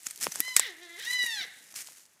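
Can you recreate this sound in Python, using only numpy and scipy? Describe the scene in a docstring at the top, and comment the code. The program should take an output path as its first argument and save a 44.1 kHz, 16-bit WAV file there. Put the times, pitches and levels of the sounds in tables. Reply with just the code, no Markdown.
"""Porcupine whining in a tree

A porcupine whines once: high, sinking to a low hum, up again and falling away. Harmonic partials and
pulsed breath pass a throat filter, and decaying noise makes the forest's echo. Close to the microphone
dry leaves rustle and tick (grains and puffs of noise) and twigs snap (resonant bursts). Soft low bumps
from handling are decaying sines; a lumpy low rumble and faint air are filtered noise."""
import sys
import numpy as np
from scipy import signal
from scipy.io import wavfile
from scipy.ndimage import uniform_filter1d

SR = 44100
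rng = np.random.default_rng(int(sys.argv[2]) if len(sys.argv) > 2 else 0)


def gain_from_db(level_db):
    """Convert decibel levels to linear amplitude factors (20 dB per decade)."""
    decades = np.asarray(level_db, float) / 20
    return 10 ** decades


def int16_out(signal):
    """Quantize to a 16-bit WAV file."""
    q = np.round(np.clip(np.atleast_2d(signal).T, -1, 1) * 32767)
    wavfile.write(sys.argv[1], SR, q.astype(np.int16))


N = 97020  # samples, 2.2 s

# relative spectrum of dry litter: freq_hz, gain_db
LEAF_SPECTRUM = [(150, -11.5), (500, -16), (1000, -12.5), (1900, -1), (3600, -5), (6600, 2.5), (11000, -1),
                 (15300, -10.5), (16500, -55)]


def rms_one(x):
    """Normalization: scale to unit root mean square."""
    return x / np.sqrt(np.mean(x ** 2) + 1e-20)


def in_time(rows):
    """Linear interpolation: each column of a curve becomes one value per sample."""
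    s, *columns = np.transpose(rows)
    return [np.interp(np.arange(N) / SR, s, c) for c in columns]


def at_hz(points, hz):
    """Logarithmic frequency scale: read a spectrum by interpolating over log frequency."""
    freq_hz, gain_db = np.transpose(points)
    return np.interp(np.log(hz), np.log(freq_hz), gain_db)


def coloured(x, spectrum):
    """Minimum-phase filtering: shape a spectrum causally, with unit response energy."""
    gain = gain_from_db(at_hz(spectrum, np.linspace(1, SR / 2, 513)))
    # the homomorphic method takes a square root, so the gain goes in squared
    linear = signal.firwin2(1023, np.linspace(0, 1, 513), gain ** 2)
    fir = signal.minimum_phase(linear, method="homomorphic")
    return signal.fftconvolve(x, fir / np.sqrt(np.sum(fir ** 2)))[:len(x)]


def filtered(x, order, hz, kind="low"):
    """Butterworth filtering: a maximally flat passband beside a cutoff frequency."""
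    return signal.sosfilt(signal.butter(order, hz, kind, fs=SR, output="sos"), x)


def drift(rate_hz):
    """Low-passed random process: a double pole leaves slow fluctuations of rms 1."""
    r = np.exp(-2 * np.pi * rate_hz / SR)
    slow = signal.lfilter([1], [1, -2 * r, r * r], rng.standard_normal(N + SR))
    return rms_one(slow[SR:])


def resonance(x, hz, width_hz):
    """Damped resonator: a pole pair passes a band around its pitch with gain about 1 at the top."""
    r = np.exp(-np.pi * width_hz / SR)
    poles = [1, -2 * r * np.cos(2 * np.pi * hz / SR), r * r]
    return signal.lfilter([(1 - r * r) / 2, 0, (r * r - 1) / 2], poles, x)


def whine():
    """Source-filter principle: harmonics of a gliding pitch and pulsed breath are shaped by the throat."""
    # course of the call: time_s, pitch_hz, level_db, low_partials_db, high_partials_db (extra levels)
    contour = [(.355, 770, -41.5, 7, -53), (.43, 999, -42.5, 6.5, -7), (0.486, 1024, -36.5, 17, 7.5),
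               (.56, 991, -48.5, 25, 12.5), (.598, 903.7, -24, -1, -10), (0.631, 687, -27.5, -7, -10),
               (0.656, 502, -27, -3, -15), (0.7, 369.2, -42.5, 17.5, 8), (0.757, 300.8, -66, 25.5, -40),
               (0.828, 359.7, -49, 21, 0), (0.887, 335.3, -52, 19, -11), (0.969, 348.4, -43, 10.5, -21),
               (.995, 454.4, -33.5, 5, -14), (1.029, 781.3, -31.5, -15, -5), (1.069, 941, -30, -1, -3),
               (1.113, 1003, -30, 3, -8), (1.171, 997.7, -28.5, -4, 0), (1.249, 965.3, -27, -4, -5),
               (1.345, 876.5, -33, 10.5, 7), (1.418, 743, -28, 3, -2.5), (1.439, 633.8, -26.5, -4.5, -7),
               (1.462, 345.6, -53.5, 32, -7)]
    # throat and mouth response: freq_hz, gain_db
    throat = [(250, -23.5), (1000, -31), (1450, -18.5), (1950, -1), (2500, -16), (3100, -11), (3900, -4),
              (4700, -14), (5800, -14), (7500, -29.5), (12000, -32)]
    fade_s, glide_s = .016, .016
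    low_partials_hz, high_partials_hz = 1112, 4000
    jitter, shimmer_db = .0015, 3  # rms share of the pitch; rms level per partial

    hz, level_db, low_db, high_db = in_time(contour)
    t = np.arange(N) / SR
    gate = np.clip(np.minimum(t - contour[0][0], contour[-1][0] - t) / fade_s, 0, 1)
    hz = uniform_filter1d(hz, int(glide_s * SR))
    # fast glides, in octaves a second, add breath and weaken the upper partials
    glide = np.abs(np.gradient(np.log2(hz))) * SR
    breath_db = -42 + np.minimum(7 * glide, 26)
    fray_db = .8 * np.minimum(glide, 10)
    hz = hz * (1 + jitter * drift(44))
    phase = 2 * np.pi * np.cumsum(hz) / SR
    tone = 0
    for k in range(1, 31):
        partial_hz = k * hz
        low = 1 / (1 + (partial_hz / low_partials_hz) ** 4)
        high = 1 / (1 + (high_partials_hz / partial_hz) ** 4)
        unsteady_db = (1 - low) * (shimmer_db * drift(35.0) - fray_db)
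        db = at_hz(throat, partial_hz) + low * low_db + high * high_db + unsteady_db
        tone = tone + gain_from_db(db) * (partial_hz < 12500) * np.sin(k * phase)
    # breath pulses once a cycle
    breath = coloured(rng.standard_normal(N) * (1 + np.cos(phase)), throat)
    return gate * gain_from_db(level_db) * (tone + gain_from_db(breath_db) * breath)


def forest(call):
    """Diffuse reverberation: near branches smear the call, far trunks scatter it into a dull tail."""
    near_t60_s, near_db = .12, -9
    far_t60_s, far_db, far_cut_hz = 0.82, -15, 2680
    t = np.arange(SR) / SR
    near, far = rng.standard_normal((2, SR)) * gain_from_db(-60 * t / [[near_t60_s], [far_t60_s]])
    far = filtered(far, 2, far_cut_hz)
    tail = gain_from_db(near_db) * rms_one(near) + gain_from_db(far_db) * rms_one(far)
    return signal.fftconvolve(call, tail / np.sqrt(SR))[:N]


def snaps():
    """Impulsive fracture: each twig's burst excites a ring, with broad crack, debris and a thud."""
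    # twig snaps; thud_db is against the ring's peak: start_s, ring_peak_db, ring_hz, burst_s, thud_db
    twigs = [(0.0676, -20, 6900, 0.0017, -43), (.109, -26, 8300, 0.0022, -46),
             (0.217, -30, 5940, 0.00033, -4.5), (0.235, -14.5, 8000, 0.00015, -44),
             (0.241, -21.5, 5360, 0.0033, -14.5), (0.268, -28, 2503, 0.00077, 15.5),
             (0.3192, -27.5, 5970, 0.006, -13), (0.357, -22.5, 7800, 0.0025, -8),
             (0.397, -23.5, 7500, 0.00025, -10), (0.4037, -3.5, 11200, 0.00057, -47),
             (0.4805, -27.5, 7800, 0.00081, -4.5), (0.565, 7.5, 7764, 0.00085, -55),
             (0.5679, -13.5, 6650, 0.00018, -40), (0.5957, 1, 7890, 0.00077, -19.5),
             (1.24, -44.5, 1940, 0.0019, 7), (1.265, -30.5, 2099, 0.00081, -14),
             (1.7412, -41, 6000, 0.0039, 2), (1.886, -53.5, 6360, 0.00093, 12.5)]
    broad_db, debris_db, debris_s = -10.5, -21.5, 0.0045
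    thud_hz, thud_s = 589, 0.00072
    ring_width, thud_width = .3, 1.3  # bandwidth as a share of the pitch

    out = np.zeros(N + SR)
    t = np.arange(int(.06 * SR)) / SR
    noise = rng.standard_normal((len(twigs), 3, len(t)))
    for (s, db, hz, burst_s, thud_db), (ring_noise, crack_noise, thud_noise) in zip(twigs, noise):
        shape = np.exp(-(t / burst_s) ** 2) * np.minimum(t / 0.00032, 1)  # onset ramp in s
        ring = resonance((ring_noise + np.sin(2 * np.pi * hz * t)) * shape, hz, ring_width * hz)
        envelope = gain_from_db(broad_db) * shape + gain_from_db(debris_db) * np.exp(-t / debris_s)
        crack = coloured(crack_noise * envelope, LEAF_SPECTRUM)
        thud = resonance(thud_noise * np.exp(-t / thud_s), thud_hz, thud_hz * thud_width)
        one = ring / np.abs(ring).max() + crack + gain_from_db(thud_db) * thud / np.abs(thud).max()
        i = int(s * SR)
        out[i:i + len(t)] += gain_from_db(db) * one
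    return filtered(out[:N], 2, 348, "high")


def ticks():
    """Transient broadband radiation: single dry leaves crack as short, ringless puffs of treble noise."""
    # leaf cracks, levels before filtering: start_s, level_db
    cracks = [(0.033, -37), (.1597, -28.5), (0.1762, -33), (0.226, -30), (0.9979, -34), (1.05, -36),
              (1.229, -26), (1.2637, -24.5)]
    decay_s, low_cut_hz = .0009, 4530
    t = np.arange(N) / SR
    shape = sum(gain_from_db(db) * (t > s) * np.exp(-np.abs(t - s) / decay_s) for s, db in cracks)
    puffs = coloured(shape * rng.standard_normal(N), LEAF_SPECTRUM)
    return filtered(puffs, 2, low_cut_hz, "high")


def rustle():
    """Granular noise: random tiny cracks of uneven size lie on a smoother swish."""
    # course of the rustling: time_s, level_db
    stirring = [(0, -57), (.055, -51.5), (.066, -36), (.078, -46.5), (.2, -53.5), (.215, -32),
                (.255, -36.5), (.275, -45), (.41, -43), (.559, -47.5), (.57, -25.5), (.6, -46), (.75, -59),
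                (.92, -58), (1.02, -48), (1.145, -38), (1.175, -51.5), (1.25, -39), (1.29, -46),
                (1.5, -56.5), (1.745, -56), (1.76, -39.5), (1.815, -40), (1.835, -49), (2.025, -56.5),
                (2.05, -63), (2.2, -67.5)]
    base_grains_per_s, grain_s = 800, .0005
    spread_db, smooth_db = 3.9, -1  # size step; swish against the grains

    level_db, = in_time(stirring)
    born = rng.random(N) < base_grains_per_s * gain_from_db(4 * drift(30)) / SR
    sizes = born * gain_from_db(spread_db * np.minimum(rng.exponential(1, N), 2.95))
    r = np.exp(-1 / (grain_s * SR))
    grains = rms_one(signal.lfilter([1], [1, -r], sizes) * rng.standard_normal(N))
    mix = grains + gain_from_db(smooth_db) * rng.standard_normal(N)
    return gain_from_db(level_db) * rms_one(coloured(mix, LEAF_SPECTRUM))


def bumps():
    """Damped oscillation: each soft handling knock is a low sine dying exponentially."""
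    # knocks, levels before decay and onset: start_s, level_db, pitch_hz
    knocks = [(0.067, -42.5, 230), (0.28, -34.5, 164), (0.4, -30, 304), (1.237, -39, 246.6)]
    t60_s, onset_s = 0.026, 0.0017
    out = np.zeros(N + SR)
    t = np.arange(int(.2 * SR)) / SR
    for s, db, hz in knocks:
        i = int(s * SR)
        envelope = gain_from_db(db - 60 * t / t60_s) * np.minimum(t / onset_s, 1)
        out[i:i + len(t)] += envelope * np.sin(2 * np.pi * hz * t)
    return out[:N]


def rumble():
    """Amplitude-modulated band noise: a broad low resonance swells and sinks in random lumps."""
    # course of the rumble, before the lumps: time_s, level_db
    course = [(0, -89), (.3, -57), (.8, -108.5), (1.25, -68.5), (2.2, -81)]
    centre_hz, lumps_db = 163, 6
    level_db, = in_time(course)
    noise = rms_one(resonance(rng.standard_normal(N), centre_hz, centre_hz * 2.0))
    return gain_from_db(level_db + lumps_db * drift(36)) * noise


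def air():
    """Stationary noise: white noise through a fixed spectrum gives a faint steady hiss."""
    # relative spectrum of the air: freq_hz, gain_db
    air_spectrum = [(40, -2.5), (2000, 1.5), (16000, -20)]
    return gain_from_db(-71) * rms_one(coloured(rng.standard_normal(N), air_spectrum))


def scene():
    """Superposition: call, echo, undergrowth, handling, rumble and air add linearly."""
    call = whine()
    undergrowth = snaps() + ticks() + rustle()
    return (call + forest(call) + undergrowth + bumps() + rumble() + air())[None]


def low_pass(x):
    """Removes everything above the highest recorded frequency."""
    return signal.sosfilt(signal.butter(12, 16800, fs=SR, output="sos"), x)


def record(dry):
    """Band limiting and saturation: bass is thinned, peaks are rounded and the top is cut."""
    ceiling = .62  # limit of the rounded peaks, full scale 1
    thinned = filtered(dry, 2, 93, "high")
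    rounded = ceiling * np.tanh(thinned / ceiling)
    mix = filtered(rounded, 10, 15900)
    return low_pass(mix)


dry = scene()
out = record(dry)
int16_out(out)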